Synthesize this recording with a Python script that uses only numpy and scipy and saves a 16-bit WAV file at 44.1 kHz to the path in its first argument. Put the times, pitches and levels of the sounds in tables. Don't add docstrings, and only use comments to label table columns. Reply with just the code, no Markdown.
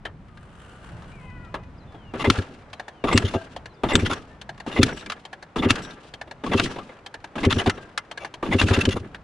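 import sys
import numpy as np
from scipy import signal
from scipy.fft import rfft, irfft, next_fast_len
from scipy.io import wavfile
from scipy.ndimage import map_coordinates

SR = 44100
rng = np.random.default_rng(int(sys.argv[2]) if len(sys.argv) > 2 else 0)


def rack_gain(trim_db):
    fader = np.asarray(trim_db, float)
    return 10 ** (fader / 20)


def inscribe(sig):
    pcm = np.round(np.clip(np.atleast_2d(sig).T, -1, 1) * 32767)
    wavfile.write(sys.argv[1], SR, pcm.astype(np.int16))


N = 407250

# [t/s, level/dB]
BREEZE = [(0, -50.5), (.5, -53), (1, -51), (1.3, -43.5), (1.5, -50), (2, -53), (2.7, -59), (4.35, -56),
          (5.35, -63), (6.2, -59.5), (8.1, -63), (8.4, -63), (9.23, -55)]
# [t/s, level/dB]
TRAFFIC = [(0, -57), (.35, -57), (1, -49.5), (1.3, -54), (2.7, -52), (5.35, -54), (8.1, -52.5),
           (9.23, -54.5)]
# [f/Hz, level/dB per Hz]
WIND = [(12, -32.5), (20, -9), (59, -3), (156, -3), (400, -25), (520, -52.5), (880, -120)]
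# [f/Hz, level/dB per Hz]
FAR = [(120, -25.5), (200, -6), (525, -6.5), (661, -7), (741, -7.5), (1500, -13.5), (3030, -24),
       (10000, -45.5), (13000, -89.5), (22000, -120)]
# [f/Hz, level/dB per Hz]
CLOTH = [(600, -10), (1500, 8), (2250, -9), (2900, 3.5), (3500, -8), (5500, -16.5), (8500, -12.5),
         (12000, -23.5)]
REACH_S, SWELL_S, HOLD_S, FADE_S, RUSTLE_DB, HUSH_DB = .1, .45, .6, .45, -57.5, 23

# [t/s, peak level/dB, weight (0 light, 1 heavy), favoured f/Hz]
KNOCKS = [(2.2444, -19.5, 0.8, 2070), (2.358, -29, 0.3, 1410), (2.3868, -24, 0.15, 1560),
          (2.42, -33, 0.2, 3080), (3.129, -16.5, 0.1, 1200), (3.3374, -26.5, 0.95, 710),
          (4.0302, -34, 0.05, 2820), (4.0624, -21, 0.3, 1370), (4.1325, -18, 0.1, 1410),
          (4.8908, -26.5, 0.4, 1450), (4.973, -28.5, 0.05, 2940), (5.008, -34, 0.05, 3800),
          (5.0615, -27.5, 0.05, 2340), (5.6444, -26.5, 0.7, 3170), (5.7557, -19.5, 0.1, 1440),
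          (5.82, -34, 0.1, 1570), (5.848, -31, 0.15, 3800), (5.908, -36, 0.1, 3670),
          (6.5337, -19, 0.6, 3150), (6.658, -24, 0.5, 1880), (6.76, -32, 0.9, 750),
          (6.7852, -32, 0.95, 1170), (7.432, -26, 0.5, 2070), (7.4506, -16, 0.1, 2080),
          (7.6611, -16.5, 0.7, 720), (7.6725, -19, 0.6, 1400), (7.6968, -12.5, 0.05, 1350),
          (7.7767, -36, 1.05, 1210), (8.533, -18, 0.35, 2680), (8.684, -17.5, 0.3, 1410),
          (8.7094, -20, 0.6, 970), (8.7633, -20.5, 0.6, 2070), (8.7883, -21.5, 0.2, 1660),
          (8.853, -13, 0.02, 3100), (8.8902, -19, 0.02, 2720)]
# [t/s, peak level/dB, weight, favoured
# f/Hz]
BUMPS = [(0.0527, -26, 0.75, 1800), (0.373, -42, 0.35, 1570), (1.5423, -24.5, 0.9, 1170),
         (1.946, -45.5, 1.2, 690), (3.4144, -41, 0.4, 660), (5.0992, -18.5, 0.15, 1340),
         (5.1197, -21, 0.25, 1340), (6.045, -44, 0.8, 730), (6.275, -44, 0.9, 660),
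         (6.892, -42, 1.05, 2080), (7.9771, -13.5, 0.02, 1340), (9.1456, -31, 0.5, 1680)]
# [t/s, peak level/dB, favoured f/Hz]
RATTLES = [(0.2833, -45, 1780), (0.8909, -38, 1420), (0.9664, -39, 1580), (1.0216, -37, 1210),
           (1.0424, -39, 1180), (1.1174, -39, 2340), (1.2994, -41, 1990), (1.4484, -39, 1360),
           (1.6342, -40, 1970), (1.9215, -41, 1140), (2.5451, -38, 2160), (2.6204, -42, 1330),
           (2.6998, -41, 1330), (4.5456, -43, 1620), (4.5775, -33, 1130), (6.9194, -44, 1210),
           (6.9681, -43, 1190), (6.988, -42, 2360), (7.2025, -43, 1850), (7.2744, -43, 1740),
           (7.8915, -41, 1390), (7.9144, -48, 1350), (7.9244, -45, 1140), (8.0494, -42, 1590)]
RATTLE_DB, RATTLE_WEIGHT = -6.5, .2
# [low level/dB, treble level/dB, t60/s]
LIGHT = (-14, -6, .035)
# [low level/dB, treble level/dB, t60/s]
HEAVY = (2, -21, .075)
# [low level/dB, treble level/dB, t60/s, favoured f/Hz]
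ENGAGING = (2.5, -26, .08, 1200)
# [f/Hz, width/Hz, level/dB]
CASE = [(1184, 25.3, -8), (1344, 40, 1.5), (1666, 112, -5.5), (2068, 36, -2.5), (2800, 17, -13),
        (3127, 43, -4.5), (3800, 12, -61.5), (5830, 43, -8.5), (6580, 48, -9.5)]
# [width/Hz, level/dB]
STRUCK = (150, 3)
TAIL_DB, TAIL_LONGER, TAIL_HZ = -10.5, 2.8, 1600

# [t/s, f/Hz, level/dB]
BIRDS = [
    [(1.11, 2250, -64), (1.14, 2460, -54), (1.17, 2340, -57), (1.2, 2170, -59), (1.3, 2010, -58),
     (1.4, 1960, -57), (1.49, 1920, -60)],
    [(1.3, 1510, -64), (1.4, 1460, -56), (1.45, 1390, -54), (1.5, 1280, -53)],
    [(.28, 1280, -62), (.33, 1215, -61), (.47, 1210, -66)],
    [(.51, 1240, -62), (.62, 1195, -62), (.91, 1185, -63)],
    [(.99, 1290, -62), (1.05, 1160, -62)],
    [(.66, 1400, -64), (.76, 1440, -63), (.8, 1580, -63), (1.03, 1540, -64)],
]
# [t/s, f/Hz, level/dB]
CAW = [(1.16, 511, -75), (1.22, 508, -57), (1.4, 497, -62.5), (1.68, 494, -66)]
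# [multiple, level/dB]
CAW_ORDERS = [(2, 2), (4, -3.5), (5, -2), (6, -10.5)]
# [t from its start/s, f/Hz, level/dB]
SONG = [
    [(0, 4400, -3), (.022, 4010, -2), (.05, 3930, -1.5)],
    [(.07, 3600, -4), (.18, 3290, -4), (.29, 2800, 5), (.325, 2780, 7)],
]
# [t/s, level/dB]
SUNG = [(1.797, -64), (2.74, -67), (3.69, -66)]
# [t from its start/s, f/Hz, level/dB]
CHIRP = [(0, 5450, -.5), (.028, 4350, -3)]
# [t/s, level/dB]
CHIRPED = [(1.775, -64), (3.735, -64)]

# [gear engages t/s, engaging knock level/dB, crank stalls t/s, grind level at full speed/dB,
# case rumble level at the stall/dB]
KICKS = [
    (2.138, -31, 2.43, -34.5, -40),
    (3.04, -20, 3.38, -38.5, -46),
    (3.8355, -19.5, 4.15, -37, -39),
    (4.6642, -31.5, 5.03, -38.5, -46),
    (5.5596, -24.5, 5.9, -39, -52),
    (6.4378, -28.5, 6.78, -36.5, -42),
    (7.3554, -27.5, 7.72, -34, -43),
    (8.4274, -25, 8.95, -31.5, -36),
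]
FASTEST_AFTER_S, STALL_S, COAST_S, SAG_DB_PER_S = .025, .12, .22, 14
GRIND_SLOW_DB, GRIND_STALL_DB, GRIND_END_DB = -48, -46, -63
RUMBLE_UNDER_DB, RUMBLE_FULL_DB, RUMBLE_SAG, RUMBLE_END_DB = 11.5, -30, .4, -61
HUSHED_DB, HUSHED_S = -6, .045
# [f/Hz, level/dB per Hz]
GRIND = [(240, -27), (400, 7.5), (934, 1.5), (1130, -0.5), (2290, -5.5), (2750, -7), (4000, -19.5),
         (5200, -41), (8800, -120)]
# [f/Hz, level/dB per Hz]
HISS = [(1470, -45), (2500, -13), (2700, -10), (4450, -18), (9670, -31), (15700, -58.5)]
# [f/Hz, level/dB per Hz]
RUMBLE = [(40, -11.5), (95, -10.5), (150, -8.5), (260, -5.5), (400, -11.5), (600, -28.5), (1000, -57.5)]

# [t/s, upper pipe tones level/dB, lowest pipe tone level/dB]
PUFFS = [(2.271, -6, -15.5), (2.38, -14, -14), (3.142, -4.5, -12), (3.237, -14.5, -13), (3.349, -10, -18.5),
         (3.944, -6, -12), (4.024, -13, -13), (4.11, -19, -27.5), (4.788, -3, -13), (5.653, -6, -15),
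         (6.543, -6, -15.5), (7.462, -4, -12.5), (7.562, -10, -12.5), (7.668, -5, -12), (7.773, -31, -53),
         (8.543, -6.5, -15.5), (8.632, -14, -10), (8.704, -7, -9.5), (8.773, -5.5, -14.5),
         (8.872, -4, -12.5), (8.957, -23, -25), (9.0, -33, -26)]
# [f/Hz, level/dB, t60/s]
PIPE = [(95.7, 0.5, .12), (258.8, 7, 0.048), (385.6, -0.5, 0.061), (515, -16, 0.12), (178, -13, 0.099)]
FIRST_RING, LATER_RING = .78, .65
NUDGE_AFTER_S, NUDGE_DB, NUDGE_LOW_DB, NUDGE_RING = .004, -21, -45, .8

# [t/s, peak level/dB, low
# level/dB, length/s, favoured f/Hz]
GULPS = [(2.1947, -16, -2.5, 0.043, 2770), (3.07, -14, -2, 0.044, 1120), (3.247, -19.5, -27, 0.035, 3180),
         (3.2765, -19.5, -40, 0.025, 2810), (3.3353, -23, 6.5, 0.04, 700), (3.8854, -12, -3, 0.046, 2790),
         (3.993, -21.5, -21, 0.024, 2370), (4.048, -18, -22, 0.039, 3080),
         (4.0962, -15.5, 0.5, 0.053, 1350), (4.7136, -21, -2.5, 0.047, 2850),
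         (5.5826, -19, -3.5, 0.025, 3500), (6.4617, -22, 1.5, 0.025, 1110), (7.378, -22, 4, 0.025, 1590),
         (7.5806, -13.5, -9, 0.04, 3050), (8.1937, -31, 0.2, 0.1, 720), (8.4525, -23, 4.5, 0.032, 1550),
         (8.666, -18, -12, 0.02, 2650), (8.73, -10.5, -14, 0.036, 2780), (8.8036, -10, -31, 0.025, 2680),
         (8.9057, -15.5, -27, 0.043, 2800), (8.9562, -24, 7, 0.034, 1310)]
STARTING_TREBLE_DB, SPINNING_TREBLE_DB = -19, -12
CHARGE_LEAD_S = .031
CHARGE = -15.5, 3, -21, .044, 2070
# [low level/dB, treble level/dB, length/s, favoured f/Hz]
SQUEEZED = (-11, -15, .035, 2720)
# [f/Hz, width/Hz, level/dB]
INTAKE = [(1200, 150, -2), (1600, 90, -2), (2050, 90, -2), (2800, 90, 5), (3500, 130, -2), (5800, 250, 5),
          (6600, 150, 5), (7300, 200, 4), (9800, 600, 5)]
# [width/Hz, level/dB]
BLOWN = (120, 7)

# [t/s, peak level/dB, thud level/dB, level of air squeezed out before/dB, its lead/s]
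BANGS = [
    (2.3011, -6, -6, -40, .025),
    (3.1767, -5.5, -13, -14.5, .022),
    (3.9545, -6, -13, -40, .025),
    (4.8309, -4, -9.5, -18.5, .021),
    (5.7062, -5.5, -9.5, -9.5, .02),
    (6.5978, -9, -11.5, -12, .026),
    (7.5262, -10.5, -13, -9, .029),
    (8.6148, -8.5, -8, -8, .031),
]
# [low modes level/dB, middle modes level/dB, high modes level/dB]
LANDINGS = [(3, -2, -4), (-1, -2, 0), (-3, -2, 0), (-1, 2, 1), (-1, 2, -2), (2, 3, -8), (2, 2, -11),
            (1, 1, -11)]
# [f/Hz, level/dB, t60/s]
STOP = [(1375, -1.5, .045), (1870, -4, .02), (2350, -5, .018), (2900, -5, .018), (3640, 5, .019),
        (4300, -3, .012), (7050, -15, .015), (9200, -18, .015)]
# [f/Hz, level/dB, t60/s]
FRAME = [(272, 8, 0.041), (105.6, -2, 0.1)]
FIRST_CONTACT = 14

# [peak level/dB, t/s of each tooth]
PAWL = [
    (-26.5, 2.7312, 2.797, 2.8814),
    (-27.5, 3.5638, 3.6576),
    (-27, 4.4144, 4.4922, 4.6009),
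    (-28.5, 5.252, 5.3298, 5.4261),
    (-26.5, 6.1384, 6.2133, 6.3116),
    (-25.5, 7.0623, 7.1417, 7.2424),
    (-24, 8.113, 8.1753, 8.2477, 8.3404),
]
# [level/dB, low level/dB]
TEETH = [(-2.5, -7), (-1.5, -10), (-1.5, -5), (-3.5, -5.5)]
TOOTH_HZ = [3180, 1710, 1710, 3180]
TOOTH_TREBLE_DB, TOOTH_T60_S = -9, .045
# [f/Hz, width/Hz, level/dB]
RATCHET = [(716, 200, -6), (1280, 200, -3), (1710, 130, -8), (3180, 200, -5), (4280, 110, -10),
           (5290, 160, -9), (6030, 120, -8)]

# [t/s, first mode level/dB, second mode level/dB]
SHIELD = [(3.128, -57, -30.5), (3.932, -60, -28), (3.99, -48, -60), (4.12, -52, -56), (4.85, -50, -56),
          (4.93, -50, -58), (4.965, -52, -47), (6.67, -50, -60), (5.822, -45, -48), (7.53, -42, -55),
          (7.7, -55, -63)]
# [f/Hz, level/dB, t60/s]
SHEET = [(5725, -2.5, 0.6), (7685, -1, .2), (10400, -5, .15)]
# [t/s, f/Hz, #
# level/dB, t60/s]
SPRING = [(3.355, 662, -36, .34), (3.36, 1585, -46, .6), (4.15, 1250, -48, .4), (4.3, 1780, -54, .4),
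          (5.84, 1588, -46, .5), (6.787, 1200, -38, .15), (7.7, 1330, -38, .2), (7.77, 1590, -48, .5),
          (8.195, 2300, -44, .3)]

# [f/Hz, level/dB]
WIDTH = [(30, -5.5), (80, -19), (300, -23.5), (700, -10.5), (1300, -4.5), (4000, -6), (9000, 2)]
# [f/Hz, share of mid]
LEAN = [(200, 0.012), (1000, 0.085), (5000, 0.14), (12000, .1)]
# [f/Hz, level/dB]
MICROPHONE = [(30, 3), (10300, 0), (11200, -15.5), (15000, -10), (16000, -26.5)]


def unit(x):
    return x / np.sqrt(np.mean(x ** 2) + 1e-20)


def along(points, hz):
    f, v = np.transpose(points)
    return np.interp(np.log(hz + 1), np.log(f + 1), v)


def curves(rows, outside=None):
    s, *columns = np.transpose(rows)
    t = np.arange(N) / SR
    return [np.interp(t, s, column, outside, outside) for column in columns]


def wobble(rate):
    coarse = np.arange(0, N + 16, 16)
    knots = rng.standard_normal(int(N * rate / SR) + 4)
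    return np.interp(np.arange(N), coarse, map_coordinates(knots, [coarse * rate / SR]))


def filtered(x, response):
    n = x.shape[-1]
    m = next_fast_len(n + 2048)
    return irfft(rfft(x, m) * response(np.fft.rfftfreq(m, 1 / SR)), m)[..., :n]


def noise(spectrum, grain_db=0, rate=300):
    pair = rng.standard_normal((2, N)) * rack_gain(grain_db * wobble(rate))
    return unit(filtered(pair, lambda hz: rack_gain(along(spectrum, hz))))


def add(out, s, piece):
    i = round(s * SR)
    out[:, i:i + piece.shape[1]] += piece[:, :N - i]


def ring(modes, t, levels_db, stretch=0.83, attack=.001):
    total = np.zeros(len(t))
    for (hz, db, t60), more_db in zip(modes, levels_db):
        total += rack_gain(db + more_db - 60 * t / (t60 * stretch)) * np.sin(2 * np.pi * hz * t)
    return total * (1 - np.exp(-t / attack))


def resonant(peaks, f, flat=0.33, more_db=0):
    centre, width, db = np.transpose(peaks)[:, :, None]
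    signs = (-1) ** np.arange(len(peaks))[:, None]
    damping = 1j * f * width
    peak = damping / (centre * centre - f * f + damping)
    return flat + np.sum(signs * rack_gain(db + more_db) * peak, axis=0)


def colour(low_db, treble_db, hz):
    points = [(100, 2 * low_db - 13), (300, 2 * low_db + 12.5), (900, low_db + 10.5), (1400, 0.02), (3600, 0),
              (5400, treble_db), (10000, treble_db - 13), (16000, treble_db - 25)]
    return rack_gain(along(points, hz))


def surroundings():
    (wind_db,), (far_db,) = curves(BREEZE), curves(TRAFFIC)
    times = np.cumsum([REACH_S, SWELL_S, HOLD_S, FADE_S])
    rustle_db, = curves(np.c_[times, RUSTLE_DB - HUSH_DB * np.array([1, 0, 0, 1])], outside=-120)
    wind = rack_gain(wind_db + 4.0 + 2.3 * wobble(9)) * noise(WIND)
    far = rack_gain(far_db + 0.45 * wobble(6)) * noise(FAR, grain_db=0.53, rate=120)
    rustle = rack_gain(rustle_db + 2.4 * wobble(22)) * noise(CLOTH, grain_db=3, rate=230)
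    return wind + far + rustle


def strike(out, row, body):
    s, db, low_db, treble_db, t60, tone_hz = row
    t = np.arange(SR // 10) / SR
    fall_db = -60 * t / t60
    decays = rack_gain([[fall_db], [TAIL_DB + fall_db / TAIL_LONGER]])
    parts = rng.standard_normal((2, 2, len(t))) * [[1], [.7]] * decays * (1 - np.exp(-t / 0.0018))
    place_db = rng.normal(0, 2.5, (len(body), 1))

    def response(hz):
        dulling = np.array([[1 + 0 * hz], [1 + (hz / TAIL_HZ) ** 4]])
        rung = colour(low_db, treble_db, hz) * resonant(body, hz, 0.42, place_db)
        return (rung + resonant([(tone_hz, *STRUCK)], hz, 0)) / dulling

    add(out, s - .001, rack_gain(db + 11) * filtered(parts, response).sum(axis=0))


def blows():
    rattles = [(s, db + RATTLE_DB, RATTLE_WEIGHT, hz) for s, db, hz in RATTLES]
    rows = []
    for s, db, weight, hz in KNOCKS + BUMPS + rattles:
        rows.append((s, db, *(np.array(LIGHT) + weight * np.subtract(HEAVY, LIGHT)), hz))
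    return rows + [(s, db - 1.5, *ENGAGING) for s, db, *_ in KICKS]


def knocks():
    out = np.zeros((2, N))
    for row in blows():
        strike(out, row, CASE)
    return out


def whistle(rows, orders, waver, flutter):
    s, hz, db = np.transpose(rows)
    span = np.arange(round(s[0] * SR), round(s[-1] * SR))
    t = span / SR
    phase = 2 * np.pi * np.cumsum(np.interp(t, s, hz) * (1 + waver[span])) / SR
    edges = signal.windows.tukey(len(span), min(1, 900 / len(span)))
    gain = rack_gain(np.interp(t, s, db)) * flutter[span] * edges
    return np.sqrt(2) * gain * sum(rack_gain(level) * np.sin(k * phase) for k, level in orders)


def birds():
    out, waver, flutter = np.zeros((2, N)), .008 * wobble(70), rack_gain(1.6 * wobble(50))
    sung = [(note, when) for note in SONG for when in SUNG] + [(CHIRP, when) for when in CHIRPED]
    calls = BIRDS + [np.add(note, (s, 0, db)) for note, (s, db) in sung]
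    for rows, orders in [(call, [(1, 0)]) for call in calls] + [(CAW, CAW_ORDERS)]:
        add(out, rows[0][0], whistle(rows, orders, waver, flutter) * [[1], [.3]])
    return out


def turning(engage_s, knock_db, stall_s, full_db, stall_db, lands_s):
    fastest_s = lands_s + FASTEST_AFTER_S
    spin_s = max(stall_s - STALL_S - fastest_s, 1 / SR)
    sagged_db = full_db - SAG_DB_PER_S * spin_s
    rumble_db = RUMBLE_FULL_DB + RUMBLE_SAG * (stall_db - RUMBLE_FULL_DB)
    return [(engage_s, GRIND_SLOW_DB, knock_db - RUMBLE_UNDER_DB),
            (fastest_s, full_db, RUMBLE_FULL_DB),
            (fastest_s + spin_s, sagged_db, rumble_db),
            (stall_s, GRIND_STALL_DB, stall_db),
            (stall_s + COAST_S, GRIND_END_DB, RUMBLE_END_DB)]


def unloading():
    dip = [(0, 0), (.2, HUSHED_DB), (.7, HUSHED_DB), (1, 0)]  # (share of HUSHED_S, dB)
    corners = [(s + share * HUSHED_S, db) for s, *_ in PUFFS for share, db in dip]
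    return curves(sorted(corners))[0]


def crank():
    kicks = [curves(turning(*kick, bang[0]), outside=-120) for kick, bang in zip(KICKS, BANGS)]
    grind_db, rumble_db = np.max(kicks, axis=0)
    teeth = unit(filtered(noise(GRIND, grain_db=3.5, rate=170), lambda hz: resonant(CASE, hz)))
    hiss_db = -6.5 + 0.17 * (grind_db + 40.5) + 4.4 * wobble(35)
    hiss = rack_gain(hiss_db) * noise(HISS, grain_db=3.0, rate=120)
    gears = rack_gain(grind_db + unloading()) * (rack_gain(4.2 * wobble(40)) * teeth + hiss)
    return gears + rack_gain(rumble_db + 3.6 * wobble(25)) * noise(RUMBLE)


def first_puffs():
    return [min(s for s, *_ in PUFFS if s > kick[0]) for kick in KICKS]


def exhaust():
    out, t, first = np.zeros((2, N)), np.arange(SR // 5) / SR, first_puffs()
    puffs = [(s, db, low_db, FIRST_RING if s in first else LATER_RING) for s, db, low_db in PUFFS]
    puffs += [(kick[0] + NUDGE_AFTER_S, NUDGE_DB, NUDGE_LOW_DB, NUDGE_RING) for kick in KICKS]
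    for s, db, low_db, stretch in puffs:
        chance_db = rng.normal(0, 1.2, len(PIPE))
        puff = ring(PIPE, t, chance_db + [low_db - db + 5.0, 0, 0, 0, 0], stretch, attack=0.0075)
        echo = ring(PIPE[1:], t, chance_db[1:] - 6, stretch, attack=0.0034)
        add(out, s + 0.00306, rack_gain(db + 1.0) * puff * [[1], [.3]])
        add(out, s + 0.01606, rack_gain(db - 3.5) * echo * [[1], [.3]])
    return out


def flows():
    first = first_puffs()
    rows = []
    for s, db, low_db, *rest in GULPS:
        starting = any(kick[0] < s < puff_s for kick, puff_s in zip(KICKS, first))
        rows.append((s, db, low_db, STARTING_TREBLE_DB if starting else SPINNING_TREBLE_DB, *rest))
    rows += [(s - CHARGE_LEAD_S, *CHARGE) for s in first]
    return rows + [(s - lead_s, db, *SQUEEZED) for s, _, _, db, lead_s in BANGS]


def gulps():
    out, t = np.zeros((2, N)), np.arange(SR // 10) / SR
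    flutter = rack_gain(2.5 * wobble(220))
    for s, db, low_db, treble_db, length, tone_hz in flows():
        opening = np.sin(np.pi * np.clip(t / length, 0, 1) ** 0.66) * flutter[round(s * SR):][:len(t)]
        drift, place_db = rng.normal(1, .02), rng.normal(-2, 2, (len(INTAKE), 1))
        flow = rng.standard_normal((2, len(t))) * opening * [[1], [.7]]

        def response(hz):
            intake = colour(low_db, treble_db, hz) * resonant(INTAKE, hz * drift, 0.3, place_db)
            return intake + resonant([(tone_hz, *BLOWN)], hz, 0)

        add(out, s, rack_gain(db - 3.0) * filtered(flow, response))
    return out


def bangs():
    out, t = np.zeros((2, N)), np.arange(SR // 8) / SR
    for (s, db, thud_db, *_), landing_db in zip(BANGS, LANDINGS):
        levels_db = rng.normal(0, 1, len(STOP)) + np.repeat(landing_db, [1, 3, 4])
        steel = ring(STOP, t, levels_db, stretch=.66, attack=0.000071)
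        envelope = rack_gain(-60 * t / 0.03) * (1 - np.exp(-t / 0.0008))
        chatter = rng.standard_normal((2, len(t))) * envelope * [[1], [.5]]
        rung = signal.fftconvolve(chatter, steel[None], axes=1)[:, :len(t)]
        rung += FIRST_CONTACT * np.roll(steel, 30) * [[1], [.5]]
        crack = filtered(chatter, lambda hz: colour(-22, landing_db[2] - 5, hz))
        thud = ring(FRAME, t, [thud_db, thud_db], attack=0.0044)
        add(out, s - .001, rack_gain(db) * (.85 * rung / np.abs(rung).max() + 2.2 * crack + 1.56 * thud))
    return out


def ratchet():
    out = np.zeros((2, N))
    for db, *times in PAWL:
        for s, (gain_db, low_db), tone_hz in zip(times, TEETH[-len(times):], TOOTH_HZ):
            strike(out, (s, db + gain_db, low_db, TOOTH_TREBLE_DB, TOOTH_T60_S, tone_hz), RATCHET)
    return out


def shield():
    out, t = np.zeros((2, N)), np.arange(SR // 8) / SR
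    settle = np.clip((.11 - t) / .02, 0, 1)
    for s, first_db, second_db in SHIELD:
        buzz = ring(SHEET, t, [first_db, second_db, min(first_db, second_db)], attack=0.0018)
        add(out, s, settle * buzz * [[1], [.7]])
    return out * rack_gain(3 * wobble(120))


def spring():
    out, t = np.zeros((2, N)), np.arange(SR // 4) / SR
    fade = np.clip((.25 - t) / .05, 0, 1)
    for s, *mode in SPRING:
        add(out, s, ring([mode], t, [0], attack=.006) * fade * [[1], [.7]])
    return out * rack_gain(3 + 4 * wobble(90))


def scene():
    engine = knocks() + crank() + exhaust() + gulps() + bangs() + ratchet() + shield() + spring()
    mid, side = surroundings() + engine
    song = birds()
    mid = mid + song[0]
    side = filtered(side, lambda hz: rack_gain(along(WIDTH, hz))) + song[1]
    lean = filtered(mid, lambda hz: along(LEAN, hz))
    return np.array([mid + side + lean, mid - side - lean])


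def top_cut(x):
    return signal.sosfilt(signal.butter(12, 16310, fs=SR, output="sos"), x)


def record(dry):
    heard = filtered(dry, lambda hz: rack_gain(along(MICROPHONE, hz)))
    held = heard / (1 + np.abs(heard / 1.05) ** 6) ** (1 / 6)
    return top_cut(held)


dry = scene()
out = record(dry)
inscribe(out)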